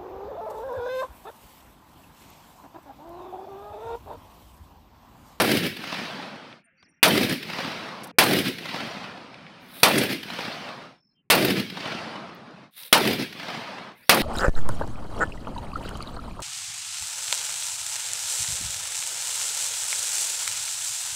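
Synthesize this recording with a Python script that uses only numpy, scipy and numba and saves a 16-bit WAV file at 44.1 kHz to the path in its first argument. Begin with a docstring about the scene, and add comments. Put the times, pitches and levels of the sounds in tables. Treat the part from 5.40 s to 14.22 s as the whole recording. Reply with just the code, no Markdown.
"""A firecracker bang already under way opens the scene; six more follow on the same stone in an open field.
Each blast is a shock pulse, a sinking boom and filtered noise, scattered by ground and bushes, slapped back
by tree lines and rolled out by far hills; it overloads the microphone, and its tail fades early.
The gaps hold noise bands of field air, clicks of landing scraps, gliding bird whistles and insect trills.
A fuse, hissing noise with uneven spits, burns before some bangs."""
import sys
import numpy as np
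from scipy import signal
from scipy.fft import rfft, irfft
from scipy.io import wavfile
from scipy.ndimage import uniform_filter1d
from numba import njit

SR = 44100
rng = np.random.default_rng(int(sys.argv[2]) if len(sys.argv) > 2 else 0)


def master(y):
    """Save y as 16-bit WAV."""
    cut = np.clip(np.atleast_2d(y).T, -1, 1)
    pcm = np.round(cut * 32767)  # scale
    wavfile.write(sys.argv[1], SR, pcm.astype(np.int16))


N = 388962

# All source levels are those ahead of the clipping and gain control.
# The bangs: t/s, level/dB, bass/dB, treble/dB, treble change/(dB/s), fade start t/s, fade end t/s,
# peak limit ahead of the microphone colour/1
BANGS = [(-.032, 0.5, 0.5, 3, 0, 1.1234, 1.2377, 0.6), (1.6290, 1.5, 0.5, 2, 1.5, 2.714, 2.716, .48),
         (2.7852, 0, 0.5, 4.5, -4.5, 4.428, 4.434, 0.51), (4.4317, 0.5, -1, 1.5, 1, 5.455, 5.622, 0.63),
         (5.901, 1, 1, 3.5, -15.5, 7.24, 7.325, 0.3), (7.5272, -0.5, -1.5, -0.5, -1, 8.495, 8.6, .62),
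         (8.6940, 1, 0, 2.5, -4, 9.64, 9.97, 0.55)]
# Thump, body, crack and sizzle of a blast: from f/Hz, to f/Hz
BLAST_BANDS = [(90, 1230), (480, 1500), (1500, 5160), (5600, 17000)]
# What sends the blast back, in order: fireball and ground under it, bushes close by, tree line, open ground
# behind the trees, far hills, farthest ridges: arrival after the bang t/s, swell t/s, hold t/s,
# extra decay after the hold/(dB/s), (level/dB of each band), (fall/(dB/s) of each band)
REFLECTING_ZONES = [(0, .0005, .026, 530, (-6, 10, 17.5, 6.5), (1, 86, 360, 560)),
                    (.028, .002, .192, 125, (-16, -25, -15.5, -24.5), (50, 86, 70, 82)),
                    (.248, .021, .053, 230, (-23.5, -38.5, -28, -43), (93, 108, 33, 1)),
                    (.297, .039, .173, 400, (-41, -55.5, -39.5, -60), (18, 25, 35, 1)),
                    (.393, .214, .497, 34, (-36, -35, -28.5, -48.5), (18, 11, 30, 50)),
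                    (.8, .18, 1, 300, (-46, -52, -52.5, -87), (7, .1, .1, 12))]
# Single reflectors: t/s after the bang, bass pulse level/dB (ahead of a fixed pulse gain) and slap level/dB,
# both relative to the scatter, brightness/dB
ECHOES = [(.052, 5, 0, 13), (.08, -3, 1, -8), (.126, 3, 2, -8), (.149, 2, 7, 0), (.183, 7, 0, 0),
          (.205, -2, 4, 2), (.298, 6, -2, 6), (.401, -5, 9, 1), (.424, 10, -12, 0), (.472, 7, 5, -4),
          (.505, 10, 3, 1), (.558, 12, 5, -3), (.576, -15, 3, 0), (.62, 10, 1, -2), (.648, 13, -2, 1),
          (.687, 5, -2, 1), (.858, 6, 2, 0), (.992, 7, 1, 2)]
# How brightness weighs body, crack and sizzle: share/1
BRIGHT_SHARE = [-1, .1, 1]
# Part of each band's scatter that repeats from bang to bang: power share/1
SAME_GROUND = [.4, .3, .15, 0.092]
# Tone of the blasts: f/Hz, level/dB
BLAST_COLOUR = [(30, 15), (70, -0.5), (230, 2.5), (450, 0.5), (700, 0.5), (1200, -2), (2400, 1), (4000, -3),
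                (5500, -4), (9000, -1.5), (15000, 1.5)]
ECHO_SPREAD_S = 0.0044
THUMP_FROM_HZ, THUMP_TO_HZ, THUMP_SINKS_S = 960, 314, 0.15

# Air of the field, one row for each stretch of steady level: from t/s, rumble level/dB, drone level/dB,
# rustle level/dB
FIELD = [(0, -70, -86, -65), (1.42, -67, -76, -65), (1.49, -68, -82, -68), (2.7, -59.5, -76, -75),
         (2.8, -58, -62, -60), (4.45, -70.5, -86, -88.5), (7.2, -79.5, -85.5, -78.5),
         (7.365, -66.5, -64, -59), (8.45, -62, -67, -58)]
# the levels glide between stretches, and the air sinks away just before each bang
LEVEL_GLIDE_S, HUSH_DB, HUSH_S = .02, -9, .06

# Landing scraps, stray cracks in the roar, and one sharp treble echo of a bang: t/s, peak level/dB, f/Hz,
# spread to each side/octave, ring down to -60 dB t/s
TICKS = [(1.1272, -33, 2600, 0.56, 0.013), (1.427, -44, 1105, 1.7, .025), (1.896, -19.5, 6000, 0.77, 0.014),
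         (2.609, -52, 11790, 0.35, 0.013), (2.635, -31, 6940, 0.84, .02), (2.641, -28.5, 6000, 1.3, 0.048),
         (2.672, -39, 9940, .8, 0.032), (3.943, -31.5, 2580, 0.73, 0.018), (4.066, -35, 2200, 0.52, 0.022),
         (4.499, -12.5, 2500, 0.79, 0.018), (4.516, -7, 2490, .8, .015), (4.583, -10, 7500, 0.57, 0.058),
         (5.979, -8, 1820, 1.06, 0.019), (6.049, -9, 14450, 0.22, 0.037), (6.949, -44, 14050, 0.21, 0.022),
         (7.11, -50, 4960, 0.53, 0.012), (7.433, -30, 3760, 0.62, 0.018)]

# Bird whistles: t/s, length t/s, from f/Hz, to f/Hz, level/dB
BIRDS = [(1.24, .03, 9300, 8700, -62), (1.485, .03, 9300, 8700, -66), (1.255, .05, 694, 640, -68),
         (1.3, .1, 540, 520, -75), (1.375, .025, 4530, 4450, -65), (1.392, .033, 4750, 4646, -61),
         (1.43, 0.039, 6200, 4010, -60.5), (2.715, .07, 360, 560, -62), (5.701, 0.038, 4280, 4160, -75),
         (5.745, .08, 3220, 2985, -67.5), (5.761, .06, 2850, 2780, -72), (8.622, .032, 4300, 5300, -58),
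         (8.647, 0.055, 5300, 5870, -59), (8.65, 0.048, 4700, 4400, -61), (8.577, 0.1, 2650, 2570, -66)]
# Insect trills: t/s, length t/s, f/Hz at the start, beats/(1/s), level/dB
INSECTS = [(1.347, .26, 5750, 35, -66), (5.501, 0.28, 5400, 46, -63)]
BIRD_WAVER, INSECT_WAVER, INSECT_SAG = .012, .017, .03  # share of the pitch

# Burning fuses: lit t/s, goes quiet t/s, level/dB, time to catch t/s
FUSE = [(4.2, 4.43, -40, 0.18), (7.309, 7.478, -39.5, 0.072), (8.517, 8.69, -57, 0.06)]
# Spectrum of the hiss: f/Hz, relative density level/dB
FUSE_COLOUR = [(300, -37.5), (1500, -16), (2200, -10.5), (3000, -10), (3800, -2.5), (4500, -12),
               (6800, -21.5), (10500, -11), (15000, -8)]
CATCH_DB, QUIET_DB = -29, -11.5  # relative to full burn: when lit, and in the last moment before the bang

# Tone of the microphone capsule: f/Hz, level/dB
MICROPHONE = [(25, -17), (80, -10), (180, 0.5), (5000, -1), (7200, -7), (9000, 1), (15000, -2.5)]
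CEILING, CALM = 0.61, 0.18  # input clipping amplitude, and level above which the gain comes down
ATTACK_S, RELEASE_S = 0.0098, 0.064
TOP_HZ = 15700


def undb(db):
    """Gain of a level in dB."""
    return 10 ** (np.asarray(db) / 20)


def band(x, lo_hz, hi_hz):
    """Band-pass, scaled so that white noise of rms 1 comes out near rms 1."""
    sos = signal.butter(3, [lo_hz, hi_hz], "bandpass", fs=SR, output="sos")
    return signal.sosfilt(sos, x) * np.sqrt(SR / 2 / (hi_hz - lo_hz))


def colour(x, points):
    """Causal minimum-phase filter that follows (f/Hz, level/dB) points."""
    hz, db = np.transpose(points)
    grid = np.maximum(np.arange(1025) * SR / 2048, 1)
    log_gain = np.interp(np.log(grid), np.log(hz), db) * np.log(10) / 20
    # folding the cepstrum forward makes the filter causal
    cepstrum = irfft(log_gain)
    cepstrum[1:1024] *= 2
    cepstrum[1025:] = 0
    impulse = irfft(np.exp(rfft(cepstrum)))
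    return signal.fftconvolve(x, impulse)[:len(x)]


def add(out, s, x):
    """Mix x into out from time s on, cutting what falls outside."""
    i = int(round(s * SR))
    x = x[max(-i, 0):max(N - i, 0)]
    out[max(i, 0):max(i, 0) + len(x)] += x


def held(size):
    """Random levels held for size samples and slewed."""
    steps = np.repeat(rng.standard_normal(N // size + 1), size)[:N]
    return uniform_filter1d(steps, size=size)


def lumpy(size, patchy_db):
    """Noise whose level varies in patches of time and pitch, as from many uneven reflectors."""
    z = signal.stft(rng.standard_normal(size), nperseg=1024)[2]
    patches = uniform_filter1d(rng.standard_normal(z.shape), size=3, axis=0)
    patches = uniform_filter1d(patches, size=3, axis=1)
    patchy = z * undb(patchy_db * patches / patches.std())
    x = signal.istft(patchy, nperseg=1024)[1][:size]
    return x / x.std()


@njit
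def sink(x, hz):
    """State-variable low-pass whose corner moves."""
    y, b, l = np.empty(len(x)), 0., 0.
    for i in range(len(x)):
        g = np.tan(np.pi * hz[i] / SR)
        v = (b + g * (x[i] - l)) / (1 + g * (g + 1.2))
        y[i] = l + g * v
        b, l = 2 * v - b, 2 * y[i] - l
    return y


@njit
def follow(x, attack, release, e):
    """Envelope that starts at e, rises fast and falls slowly."""
    out = np.empty(len(x))
    for i in range(len(x)):
        e += (abs(x[i]) - e) * (attack if abs(x[i]) > e else release)
        out[i] = e
    return out


def landscape(lag):
    """Scatter power of each band over the lag after a blast, and the bass pulses of single reflectors."""
    power = 1e-12
    for arrives, swells, lasts, dies_db, levels_db, falls_db in REFLECTING_ZONES:
        since = lag - arrives
        db = np.array(levels_db)[:, None] - np.outer(falls_db, since)
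        db = db - dies_db * np.maximum(since - lasts, 0)
        swell = np.clip(since / max(swells, 1 / SR), 0, 1) ** 2
        power = power + undb(2 * db) * swell
    smooth, pulses = power.copy(), np.zeros_like(power)
    for s, pulse_db, db, bright_db in ECHOES:
        i = int(s * SR)
        slap_db = db + bright_db * np.array(BRIGHT_SHARE)
        size = np.sqrt(smooth[:, i]) * undb([pulse_db, *slap_db])
        # a slap swells quickly and smears out
        u = np.maximum(lag - s + ECHO_SPREAD_S, 0) / ECHO_SPREAD_S
        power[1:] += size[1:, None] ** 2 * (u * np.exp(1 - u)) ** 3
        # in the bass a slap is shorter than a cycle: one pressure pulse
        pulses[0, i] = size[0] * 12
    return power, pulses


def bangs():
    """Shock pulse and scattered noise: each blast meets the same landscape, over partly the same ground."""
    out, lag = np.zeros(N), np.arange(int(1.7 * SR)) / SR
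    power, pulses = landscape(lag)
    ground = [lumpy(len(lag), 2.4) for _ in BLAST_BANDS]
    # pressure jumps up, then falls in a straight line through zero to suction
    shock = np.where(lag < .0012, 1 - lag / .0006, 0) * undb(16.5)
    # soft ground soaks up the top of the boom first, so it sinks in pitch
    boom_hz = THUMP_TO_HZ + (THUMP_FROM_HZ - THUMP_TO_HZ) * np.exp(-lag / THUMP_SINKS_S)
    for s, db, bass_db, treble_db, change_db, start, end, _ in BANGS:
        tilt = [bass_db, 0, treble_db / 2 + change_db * lag / 4, treble_db + change_db * lag]
        parts = []
        for k, (lo, hi) in enumerate(BLAST_BANDS):
            same = np.clip(SAME_GROUND[k], 0, 1)
            grain = np.sqrt(same) * ground[k] + np.sqrt(1 - same) * lumpy(len(lag), 3.)
            scatter = grain * np.sqrt(power[k]) + pulses[k]
            parts.append(undb(tilt[k]) * band(scatter, lo, hi))
        boom = undb(3) * sink(sink(parts[0], boom_hz), boom_hz)
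        blast = shock + boom + sum(parts[1:])
        fade = np.clip((end - s - lag) / (end - start), 0, 1) ** 1.5
        add(out, s, blast * undb(db) * fade)
    return colour(out, BLAST_COLOUR)


def field():
    """Low rumble, far drone and patchy rustle of grass: uneven noise in three steep bands."""
    s, *levels_db = np.transpose(FIELD)
    t, bang_s = np.arange(N) / SR, np.transpose(BANGS)[0]
    next_bang = np.append(bang_s, np.inf)[np.searchsorted(bang_s, t)]
    hush = undb(HUSH_DB * np.clip(1 - (next_bang - t) / HUSH_S, 0, 1))
    stretch = np.maximum(np.searchsorted(s, t, side="right") - 1, 0)
    out = 0
    for (lo, hi), db in zip([(25, 310), (360, 1300), (1350, 2750)], levels_db):
        air = band(band(lumpy(N, 4.3), lo, hi), lo, hi)
        steady_db = uniform_filter1d(db[stretch], int(LEVEL_GLIDE_S * SR))
        out = out + air / air.std() * undb(steady_db + 2.6 * held(size=1100))
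    return out * hush


def ticks():
    """Short dry clicks: dying noise bursts, each in a band around its pitch."""
    out, t = np.zeros(N), np.arange(int(.05 * SR)) / SR
    for s, db, hz, octaves, ring in TICKS:
        burst = rng.standard_normal(len(t)) * np.exp(-np.log(1000) * t / ring)
        click = band(burst, hz / 2 ** octaves, min(hz * 2 ** octaves, SR / 2.5))
        add(out, s, undb(db) * click / np.abs(click).max())
    return out


def whistle(length, from_hz, to_hz, waver):
    """Sine that glides and wavers in pitch, swelling and fading once."""
    t = np.arange(int(length * SR)) / SR
    wobble = 1 + waver * np.repeat(rng.standard_normal(400), 60)[:len(t)]
    hz = (from_hz + (to_hz - from_hz) * t / length) * wobble
    return np.sin(2 * np.pi * np.cumsum(hz) / SR) * np.sin(np.pi * t / length)


def birds():
    """Faint bird calls: single whistles that glide in pitch."""
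    out = np.zeros(N)
    for s, length, from_hz, to_hz, db in BIRDS:
        add(out, s, undb(db) * whistle(length, from_hz, to_hz, BIRD_WAVER))
    return out


def insects():
    """Raspy trills: a wavering, slightly sagging tone chopped into regular beats."""
    out = np.zeros(N)
    for s, length, hz, beats, db in INSECTS:
        tone = whistle(length, hz, hz * (1 - INSECT_SAG), INSECT_WAVER)
        t = np.arange(len(tone)) / SR
        add(out, s, undb(db) * tone * np.abs(np.cos(np.pi * beats * t)))
    return out


def fuse():
    """Burning powder: a hiss of dense sparks that catches, spits unevenly and sinks into the charge."""
    spits = undb(2.5 * held(size=150))
    hiss = colour(rng.standard_normal(N) * spits, FUSE_COLOUR)
    t, gain, bang_s = np.arange(N) / SR, 0, np.transpose(BANGS)[0]
    for lit, quiet, db, catches in FUSE:
        burns = (t > lit) & (t < bang_s[bang_s > lit][0])
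        catch_db = CATCH_DB * np.clip(1 - (t - lit) / catches, 0, 1)
        quiet_db = QUIET_DB * np.clip((t - quiet) / .012, 0, 1)
        gain = gain + burns * undb(db + catch_db + quiet_db)
    return gain * hiss / hiss.std()


def scene():
    """All sources at the single microphone."""
    return (bangs() + field() + ticks() + birds() + insects() + fuse())[None]


def record(dry):
    """The input clips, gain control pulls the flat tops down within milliseconds, the capsule colours it."""
    clipped = np.clip(dry[0], -CEILING, CEILING)
    # the envelope starts high: the first blast is already under way
    loud = follow(clipped, 1 / (ATTACK_S * SR), 1 / (RELEASE_S * SR), CEILING)
    calmed = clipped * CALM / np.maximum(loud, CALM)
    # each bang, with the gap after it, has its own peak limit
    s, peak = np.transpose(BANGS)[[0, -1]]
    top = peak[np.searchsorted(s, np.arange(N) / SR) - 1]
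    coloured = colour(np.clip(calmed, -top, top), MICROPHONE)
    # steep low-pass: nothing much is heard above TOP_HZ
    lowpass = signal.ellip(8, .2, 70, TOP_HZ, fs=SR, output="sos")
    return signal.sosfilt(lowpass, coloured)[None]


dry = scene()
out = record(dry)
master(out)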